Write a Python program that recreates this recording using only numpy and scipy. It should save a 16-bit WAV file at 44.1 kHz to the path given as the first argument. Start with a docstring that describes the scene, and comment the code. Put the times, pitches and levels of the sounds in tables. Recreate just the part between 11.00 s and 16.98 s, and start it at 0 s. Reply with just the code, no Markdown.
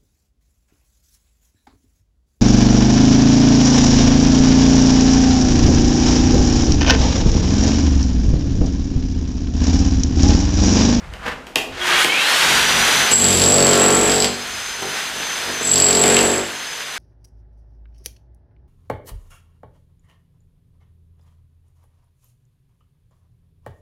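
"""Shoes shuffle in a bare tiled room and one drags over grit; hard shards clack, with a dull thud under each.
Then the motor of an electric demolition hammer spins up, whirring, hissing and whining, and keeps running.
Twice the chisel bites, about 47 blows a second: the blows boom in the slab, crack tile and ring the steel.
Noise shaped by frequency makes air, grit, motor and rubble; sine tones make whine and drumming; sharp
impulses through resonances make the clacks, the snaps and, with noise, the ringing steel."""
import sys
import numpy as np
from scipy import signal
from scipy.fft import rfft, irfft, next_fast_len
from scipy.io import wavfile
from scipy.ndimage import uniform_filter1d, map_coordinates

SR = 44100
rng = np.random.default_rng(int(sys.argv[2]) if len(sys.argv) > 2 else 0)


def materialize(psi):
    """Save the field psi as 16-bit PCM at rate SR to the path in sys.argv[1].

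    A 1-D psi becomes a single channel; in a 2-D psi each row is a channel.
    """
    bounded = np.clip(np.atleast_2d(psi).T, -1, 1)
    quanta = np.round(bounded * 32767).astype(np.int16)
    wavfile.write(sys.argv[1], SR, quanta)


N = 263718  # length in samples
TIME = np.arange(N) / SR  # seconds


def amp(db):
    """Turn dB into a plain gain."""
    return 10 ** (np.asarray(db) / 20)


def unit(x):
    """Scale x to an rms of 1."""
    return x / np.sqrt(np.mean(x ** 2) + 1e-20)


def noise():
    """White noise for the whole scene."""
    return rng.standard_normal(N)


def along(points, hz):
    """Read a curve of (Hz, value) points on a log frequency axis."""
    point_hz, values = np.transpose(points)
    return np.interp(np.log(hz + 1), np.log(point_hz + 1), values)


def curves(rows, outside=None):
    """Join the rows with straight lines: one curve for each column after the time."""
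    s, *columns = np.transpose(rows)
    return [np.interp(TIME, s, column, outside, outside) for column in columns]


def wobble(rate):
    """A smooth random curve with `rate` random knots a second."""
    coarse = np.arange(0, N + 32, 32)
    knots = rng.standard_normal(int(N * rate / SR) + 4)
    smooth = map_coordinates(knots, [coarse * rate / SR])
    return np.interp(np.arange(N), coarse, smooth)


def swell(s, db, rise, fall):
    """A gain that climbs to db at s seconds and falls away, at rates in dB a second."""
    late = TIME - s
    return amp(db - np.where(late < 0, -rise * late, fall * late))


def filtered(x, response):
    """Multiply the spectrum of x by a response, a function of Hz."""
    size = next_fast_len(len(x) + SR // 2)
    hz = np.fft.rfftfreq(size, 1 / SR)
    return irfft(rfft(x, size) * response(hz), size)[:len(x)]


def coloured(x, spectrum):
    """Shape x by (Hz, dB) points, then scale it to an rms of 1."""
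    return unit(filtered(x, lambda hz: amp(along(spectrum, hz))))


def ringing(x, modes):
    """Pass x through resonances side by side, with alternating sign; each is (Hz, width in Hz, dB)."""
    def response(hz):
        total = 0
        for k, (centre, width, db) in enumerate(modes):
            damping = 1j * hz * width
            total = total + (-1) ** k * amp(db) * damping / (centre * centre - hz * hz + damping)
        return total
    return filtered(x, response)


def struck(blows, shape):
    """Let every blow set off the same shape."""
    return signal.fftconvolve(blows, shape)[:N]


def burst(t60):
    """Noise that dies away by 60 dB in t60 seconds, scaled to an energy of 1."""
    t = np.arange(SR // 2) / SR
    x = amp(-60 * t / t60) * rng.standard_normal(len(t))
    return x / np.linalg.norm(x)


# The colour of the quiet room's air. Each row: frequency in Hz, relative level in dB per Hz.
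AIR_COLOUR = [(15, -29), (25, -10), (49, -27), (225, -10.5), (734, -10), (1130, -9), (1430, -10.5),
              (9380, -33), (15200, -47)]
# Low bumps that reach the microphone. Each row: time in seconds, level in dB.
LOW_BUMPS = [(0.08, -35), (0.3, -37.5), (0.72, -39.5), (0.98, -49), (1.63, -44), (3.55, -34)]
BUMP_RISE_DB_PER_S, BUMP_FALL_DB_PER_S, RUMBLE_DB = 122, 93, -67
SHAKE_DB, SHAKE_FOLLOWS = -27.5, 0.44  # low shaking, and the power of the slab's boom that it follows


def background(boom):
    """Room air and low rumble: steady noise, plus deep noise that swells with bumps and the slab's boom."""
    deep_colour = [(12, -32), (25, -10.5), (60, -2.0), (110, -12), (200, -14), (400, -120)]  # Hz, dB
    deep = coloured(noise(), deep_colour)
    size = amp(RUMBLE_DB) + amp(SHAKE_DB) * boom ** SHAKE_FOLLOWS
    for s, db in LOW_BUMPS:
        size += swell(s, db, BUMP_RISE_DB_PER_S, BUMP_FALL_DB_PER_S)
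    return amp(-43.5) * coloured(noise(), AIR_COLOUR) + size * deep


# The colour of grit under a shoe. Each row: frequency in Hz, relative level in dB per Hz.
GRIT_COLOUR = [(88, -41), (150, -10), (238, -11), (371, -17), (486, -11), (1600, -7.5), (1730, -8),
               (2310, -13.5), (2810, -16.5), (15000, -46.5)]
SCUFF_S, SCUFF_DB, SHUFFLE_DB = 0.273, -23, -45  # one drag of a shoe, over light shuffling until then
SCUFF_RISE_DB_PER_S, SCUFF_FALL_DB_PER_S = 356, 188


def scuff():
    """A shoe drags grit: noise in clumps stands for the many grains that scrape."""
    drag = swell(SCUFF_S, SCUFF_DB, SCUFF_RISE_DB_PER_S, SCUFF_FALL_DB_PER_S)
    shuffle = amp(SHUFFLE_DB) * (TIME < SCUFF_S)
    grains = amp(2.5 * wobble(146)) * noise()
    return (drag + shuffle) * coloured(grains, GRIT_COLOUR)


def through_tile(x, spread):
    """Bending waves carry treble faster: the delay is spread / sqrt(Hz) seconds."""
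    return filtered(x, lambda hz: np.exp(-4j * np.pi * spread * np.sqrt(hz)))


# Single clacks of shards and steel, before the boosts below.
# Each row: time in seconds, crack level in dB, thud level in dB above the crack.
CLACK_TIMES = [(0.136, -25.5, -11), (0.4678, -27, -4.5), (0.557, 2, -19), (1.0445, -0.5, -13),
               (1.8797, -17, -0.5), (2.1136, -9.5, -5.5), (3.2431, 2, -17), (3.8226, -8, -0.5),
               (4.1989, -15.5, -4.5), (5.0379, 12, -31), (5.1665, 15, -18)]
# The resonances of a shard. Each row: frequency in Hz, width in Hz, level in dB.
SHARD_MODES = [(640, 175, -2), (1520, 410, -5), (2170, 640, -0.5), (2970, 390, 4), (4840, 2200, -10.5),
               (8550, 3600, -14.5), (13500, 2900, -23)]


def clacks():
    """A short crack goes through the shard's resonances, with a dull thud under it."""
    sharp, dull = np.zeros((2, N + SR))
    for s, db, thud_db in CLACK_TIMES:
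        at = round(s * SR) - 30
        tail = slice(at, at + SR // 2)
        sharp[at] += amp(db + 22.5)
        sharp[tail] += amp(db + 18) * burst(0.02)
        dull[tail] += amp(db + thud_db + 38.0) * burst(0.2)
    crack = ringing(through_tile(sharp[:N], spread=0.13), SHARD_MODES)
    thud = ringing(dull[:N], [(233, 210, -0.45), (436, 620, 0.38)])
    return crack + thud


# How long the room rings. Each row: frequency in Hz, time in seconds to die away by 60 dB.
ROOM_DECAY = [(200, 1), (2000, 0.42), (10000, 0.39)]


def room(x):
    """The walls answer a little later, and each frequency of their answer dies at its own speed."""
    hz, t, bins = signal.stft(rng.standard_normal(SR), SR, nperseg=256)
    decay = amp(-60 * t / along(ROOM_DECAY, hz)[:, None])
    tail = signal.istft(bins * decay, SR, nperseg=256)[1]
    return struck(np.pad(x, (250, 0)), tail / np.linalg.norm(tail))


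# The speed of the armature, the spinning part. Each row: time in seconds, speed in turns a second.
ARMATURE_SPEED = [(.76, 32.3), (.9, 105), (1.0, 156), (1.1, 183), (1.2, 227), (1.3, 254), (1.4, 265),
                  (1.51, 274), (1.73, 287), (2.1, 292), (3.1, 270), (3.3, 300), (3.62, 295), (4.08, 293.5),
                  (4.85, 294), (4.95, 250), (5.25, 290), (5.43, 302), (5.98, 290)]
# The motor coming up to its running level, which it then keeps; hiss and whine are boosted below.
# Each row: time in seconds, housing whirr in dB, fan and brush hiss in dB, whine in dB above the hiss.
MOTOR_LEVELS = [(0.72, -39.5, -74, 5), (0.8, -29.5, -57.5, 1), (0.88, -20.5, -43.5, 3),
                (0.93, -15.5, -43.5, 4), (1.03, -15.5, -34, -21), (1.09, -22, -41.5, 1.5),
                (1.14, -17.5, -42, 0), (1.3, -15.5, -37, -0.5), (1.98, -17, -38, 4),
                (2.06, -18.5, -39, 3.5)]
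# The lines of the whine. Each row: multiple of the armature speed, level in dB,
# extra level in dB at full acceleration.
WHINE_LINES = [(12, -12, 18), (14, -7, 11), (15, -11, 0), (17, -3.5, 10), (18, -14, 0), (24, -7, -8),
               (30, -14, -12), (34, -13, -12), (38, -17, -12), (48, -22, -12), (50, -21, -12)]
# How well the casing radiates a tone. Each row: frequency in Hz, level in dB.
CASING_RESPONSE = [(900, 3.5), (1500, -13), (2300, 9.5), (2800, 3.5), (3250, 3), (3700, 2.5), (4600, -1),
                   (5400, 2.5), (6100, 2.5), (7000, -0.5), (15000, -9)]
# The colour of the housing whirr. Each row: frequency in Hz, relative level in dB per Hz.
WHIRR_COLOUR = [(88, -85), (150, -7.5), (194, -18.5), (222, -13.5), (524, -8), (861, -2.5), (1210, -2.5),
                (1570, 2.5), (2450, -2), (3280, -3.5), (5380, -12), (5970, -10), (9000, -29.5),
                (11700, -37), (19800, -120)]
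# The colour of the fan and brush hiss. Each row: frequency in Hz, relative level in dB per Hz.
HISS_COLOUR = [(1470, -38), (2500, -2.5), (3210, 0.5), (5160, -6.5), (5610, -13), (6230, -10), (6620, -5),
               (10000, -9.5), (15200, -20)]
# Housing rattles during the start. Each row: frequency in Hz, width in Hz, level in dB.
HOUSING_MODES = [(1235, 33, 2), (1502, 24, 1), (1855, 38, 1), (2850, 31, 1), (3270, 77, 0.5)]
# Sounds of the start, before the boosts below.
# Each row: time in seconds, mains buzz in dB, housing rattle in dB.
START_LEVELS = [(0.76, -43, -51), (0.792, -41, -45), (0.816, -33, -30.5), (0.874, -38, -31),
                (0.938, -31, -20.5), (1.02, -41, -19.5), (1.054, -35, -40), (1.1, -46, -32)]
# blows shake the housing: whirr relative to the tile drumming, hiss (boosted below) to the cracking
SHAKEN_WHIRR_DB, SHAKEN_HISS_DB = -5.5, -25.5


def motor(crack, drumming):
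    """Gears and fan make noise roughened once a turn; teeth, blades and bars add lines at speed multiples."""
    whirr_db, hiss_db, whine_db = curves(MOTOR_LEVELS) - 120 * (np.arange(N) < MOTOR_LEVELS[0][0] * SR)
    speed = curves(ARMATURE_SPEED)[0]
    turn = 2 * np.pi * np.cumsum(speed * (1 + 0.00229 * wobble(60))) / SR  # angle in radians
    rough = amp(1.06 * np.sin(turn) + 0.54 * wobble(40) + 1.1 * wobble(8))
    whirr = coloured(rough * noise(), WHIRR_COLOUR)
    hiss = coloured(rough * noise(), HISS_COLOUR)

    acceleration = uniform_filter1d(np.gradient(speed) * SR, 4000)
    effort = np.clip(acceleration / 330, 0, 1)
    whine = np.zeros(N)
    for k, db, extra_db in WHINE_LINES:
        line_db = db + extra_db * effort + along(CASING_RESPONSE, k * speed) + 1.5 * wobble(25)
        whine += amp(line_db) * np.sin(k * turn + k * k)
    # one gear mesh is rocked about twice per piston stroke, which splits its line
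    mesh_db = 1.0 - 9.7 * effort + along(CASING_RESPONSE, 21 * speed) + 2.8 * wobble(9)
    whine += amp(mesh_db) * np.sin(21 * turn + 1.3 * np.sin(turn / 2.9))
    whine = amp(hiss_db + whine_db + 10.0) * whine

    buzz_db, rattle_db = curves(START_LEVELS, outside=-120)
    buzz = np.sin(2 * np.pi * 360 * TIME)
    rattle = unit(ringing(amp(2.6 * wobble(59.0)) * noise(), HOUSING_MODES))
    rush = np.hypot(amp(whirr_db), amp(SHAKEN_WHIRR_DB) * drumming) * whirr
    rush += amp(16.0) * np.hypot(amp(hiss_db), amp(SHAKEN_HISS_DB) * crack) * hiss
    start = amp(buzz_db + 3) * buzz + amp(rattle_db + 4.0) * rattle
    return rush + 0.5 * whine + 0.76 * room(whine) + start


# The two bites, one list of rows for each; later steps scale these gains.
# Each row: time in seconds, steel ring in dB, tile cracking in dB, slab boom in dB, tile drumming in dB.
BITE_LEVELS = [
    [(2.1, -35, -27, -36, -43), (2.118, -10.5, -19, -34, -35), (2.25, -3.5, -6.5, -17, -13.5),
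     (2.4, -5, -4.5, -15.5, -13.5), (2.58, -0.3, -4, -12, -4.5), (2.88, -1.5, -4.5, -13.5, -2),
     (3.06, -3.5, -7, -13.5, -5.5), (3.2, -10, -7, -19.5, -11), (3.26, -8, -3, -17, -11)],
    [(4.61, -28, -24, -40, -19), (4.63, -17, -21, -42, -31), (4.73, -6.5, -8, -25, -20.5),
     (4.88, -0.1, -7.5, -15.5, -7.5), (5.08, 1, -4, -13, -1.5), (5.18, -4.5, -8, -15, -4),
     (5.23, -1.5, -9, -18, -3.5), (5.37, -10.5, -10, -20.5, -10.5), (5.4, -17, -14, -22, -11)],
]
# The idling tool leans on the floor for a moment.
# Each row: time in seconds, slab boom in dB, tile drumming in dB.
FLOOR_NUDGES = [(1.51, -36, -35), (1.77, -28.5, -35), (2.0, -37, -46), (3.55, -46, -41), (3.84, -32, -31),
                (4.18, -39, -35), (4.5, -36.5, -23)]
NUDGE_RISE_DB_PER_S, NUDGE_FALL_DB_PER_S = 197, 150
REST_S, REST_SLAB_DB, REST_TILE_DB = 1.43, -49, -38.5  # the idling tool begins to drum the floor
FLOOR_FADE_DB_PER_S = 132  # once the chisel lifts


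def bite():
    """Gains of ring, cracking, boom and drumming; the floor fades after a bite and drums softly at idle."""
    ring, crack, slab, tile = np.sum([amp(curves(rows, outside=-120)) for rows in BITE_LEVELS], axis=0)
    rest = amp([[REST_SLAB_DB], [REST_TILE_DB]]) * (TIME > REST_S)
    floor = np.array([slab, tile]) + rest
    for rows in BITE_LEVELS:
        s, _, _, *floor_db = rows[-1]
        floor += [(TIME > s) * swell(s, db, 0, FLOOR_FADE_DB_PER_S) for db in floor_db]
    for s, *floor_db in FLOOR_NUDGES:
        floor += [swell(s, db, NUDGE_RISE_DB_PER_S, NUDGE_FALL_DB_PER_S) for db in floor_db]
    return ring, crack, floor[0], floor[1]


# The piston's pace: uneven as the chisel first digs in, a little faster off the floor.
# Each row: time in seconds, strokes so far.
STROKE_COUNT = [(1.4253, 0), (2.1133, 32), (2.3493, 43), (2.3961, 45), (2.481, 49), (2.5608, 53),
                (3.0966, 78), (3.2437, 85), (4.6278, 152), (5.3796, 187), (5.98, 216)]


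def piston(scatter_db):
    """One impulse per stroke, of randomly scattered size."""
    s, count = np.transpose(STROKE_COUNT)
    at = np.round(np.interp(np.arange(count[-1]), count, s) * SR).astype(int)
    sizes = amp(scatter_db * rng.standard_normal(len(at)))
    return np.bincount(at, sizes, N)[:N]


# The floor's answer; the first four rows sound in the slab, the rest in the tile.
# Each row: multiple of the stroke rate, relative level in dB.
FLOOR_TONES = [(1, -15), (2, -7), (3, -6.5), (4, -6), (5, 1), (6, -6.5), (7, -4), (8, -5), (9, 2), (10, -2),
               (11, -5), (12, -4), (13, -10), (14, -6), (15, -5), (16, -7), (17, -22), (18, -15),
               (19, -9.5), (20, -16), (21, -32), (22, -14), (23, -13), (24, -14), (25, -13), (26, -15),
               (27, -26), (28, -17), (29, -10), (30, -28)]
# The colour of the slab's noise. Each row: frequency in Hz, relative level in dB per Hz.
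SLAB_COLOUR = [(35, -49), (60, -19), (86, -29), (114, -1.5), (204, 5), (240, 5), (310, -34), (530, -120)]
# The colour of the tile's noise. Each row: frequency in Hz, relative level in dB per Hz.
TILE_COLOUR = [(120, -22), (200, -14.5), (244, -0.5), (325, -2), (428, 4.5), (557, -4), (681, -1),
               (1030, -9.5), (1400, -20.5), (2500, -7.5), (3250, -38), (5500, -120)]


def floor_boom(boom, drumming):
    """Strokes drum slab and tile: the tones drift as the contact point wanders, loose pieces add noise."""
    stroke = 2 * np.pi * curves(STROKE_COUNT)[0]  # angle in radians
    tones = []
    for k, db in FLOOR_TONES:
        level = amp(db + 2.4 * wobble(5))
        phase = k * stroke + rng.uniform(0, 2 * np.pi) + 0.6 * wobble(5)
        tones.append(level * np.sin(phase))
    slab = unit(sum(tones[:4])) + 0.5 * coloured(noise(), SLAB_COLOUR)
    tile = unit(sum(tones[4:])) + 0.52 * coloured(noise(), TILE_COLOUR)
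    return boom * slab + drumming * tile


# The ring of the chisel. Each row: frequency in Hz, width in Hz, level in dB.
STEEL_MODES = [(7585, 19.3, 1), (7670, 65, 1), (7897, 59, -6.5), (7530, 247, -11), (8790, 25, -21),
               (9390, 89, -34), (11060, 230, -25.5), (11500, 130, -31), (14640, 150, -33)]
# The snap at the tip. Each row: frequency in Hz, width in Hz, level in dB.
TIP_MODES = [(3035, 1100, -9), (4734, 490, 1.5), (6500, 1100, -13), (11000, 610, -19), (14400, 500, -27)]
# The colour of crumbling tile. Each row: frequency in Hz, relative level in dB per Hz.
CRACK_COLOUR = [(300, -18), (2000, -5), (3500, 12), (4800, -9), (6500, -22), (10000, -21), (15000, -37)]
# Blows that split a tile, louder than the rest. Each row: time in seconds, level in dB before a boost.
SPLIT_BLOWS = [(2.242, -1), (2.328, -2), (2.3954, -5), (2.438, 4), (2.5811, 5), (2.624, 5), (2.667, 7),
               (2.7323, 8.5), (3.096, 2), (3.1198, 6), (3.2217, 1.5), (4.7607, -3), (4.9265, 5.5),
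               (4.949, 5), (4.9703, 6), (5.1455, 4), (5.1892, 7)]
SNAP_DB, CRUMBLE_DB = 31, -21  # relative to the tile cracking


def chisel(force, crack):
    """Each blow snaps at the tip and renews the steel's ring, which chatter keeps feeding between blows."""
    blows = piston(scatter_db=0.37)
    fade = amp(-60 * np.arange(2000) / SR / 0.057)
    chatter = unit(struck(blows, fade)) * noise()
    ring = ringing(amp(16) * force * (0.47 * unit(blows) + chatter), STEEL_MODES)

    snaps = amp(SNAP_DB + 3.3 * wobble(10)) * crack * piston(scatter_db=1.5)
    for s, db in SPLIT_BLOWS:
        snaps[round(s * SR)] += amp(db + 26.5)
    snaps = snaps + 0.21 * np.roll(snaps, 230)  # the tip bounces once, 5 ms later
    snap_sound = ringing(through_tile(snaps, spread=0.09), TIP_MODES)
    crumble = coloured(amp(3 * wobble(80)) * noise(), CRACK_COLOUR)
    return ring + snap_sound + amp(CRUMBLE_DB) * crack * crumble


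def scene():
    """Mix tool, chisel and small knocks, each with its share of the room."""
    ring, crack, boom, drumming = bite()
    shoe, hits, steel = scuff(), clacks(), chisel(ring, crack)
    wet = room(amp(-2.5) * hits + amp(-2.0) * steel + amp(-7.0) * shoe)
    tool = motor(crack, drumming) + floor_boom(boom, drumming)
    return (background(boom) + shoe + hits + tool + steel + wet)[None]


def smoothed_power(power, seconds):
    """A running average that forgets older sound over the given time."""
    keep = np.exp(-1 / (seconds * SR))
    return signal.lfilter([1 - keep], [1, -keep], power)


LISTEN_S, CEILING_DB, SQUEEZE, RECOVER_DB_PER_S = 0.056, -16, 0.85, 3.5


def slow_gain(x):
    """Listen mostly to the treble, turn down what passes the ceiling and creep back up."""
    treble = np.diff(x, prepend=0)
    level_db = 10 * np.log10(smoothed_power(treble ** 2, LISTEN_S) + 1e-12)
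    need_db = -SQUEEZE * np.clip(level_db - CEILING_DB, 0, None)
    climb_db = RECOVER_DB_PER_S * TIME
    return amp(climb_db + np.minimum.accumulate(need_db - climb_db))


TOP_HZ = 15140  # nothing is kept from here up


def record(dry):
    """A slow gain control ducks loud blows, a quick one lets a first click through; peaks round off."""
    x = dry[0] * slow_gain(dry[0])
    level = np.sqrt(smoothed_power(x ** 2, 0.0023))
    held = x / (1 + (level / 0.3) ** 4) ** 0.18
    soft = held / (1 + np.abs(held / 0.95) ** 6) ** (1 / 6)
    return filtered(soft, lambda hz: hz < TOP_HZ)[None]


dry = scene()
out = record(dry)
materialize(out)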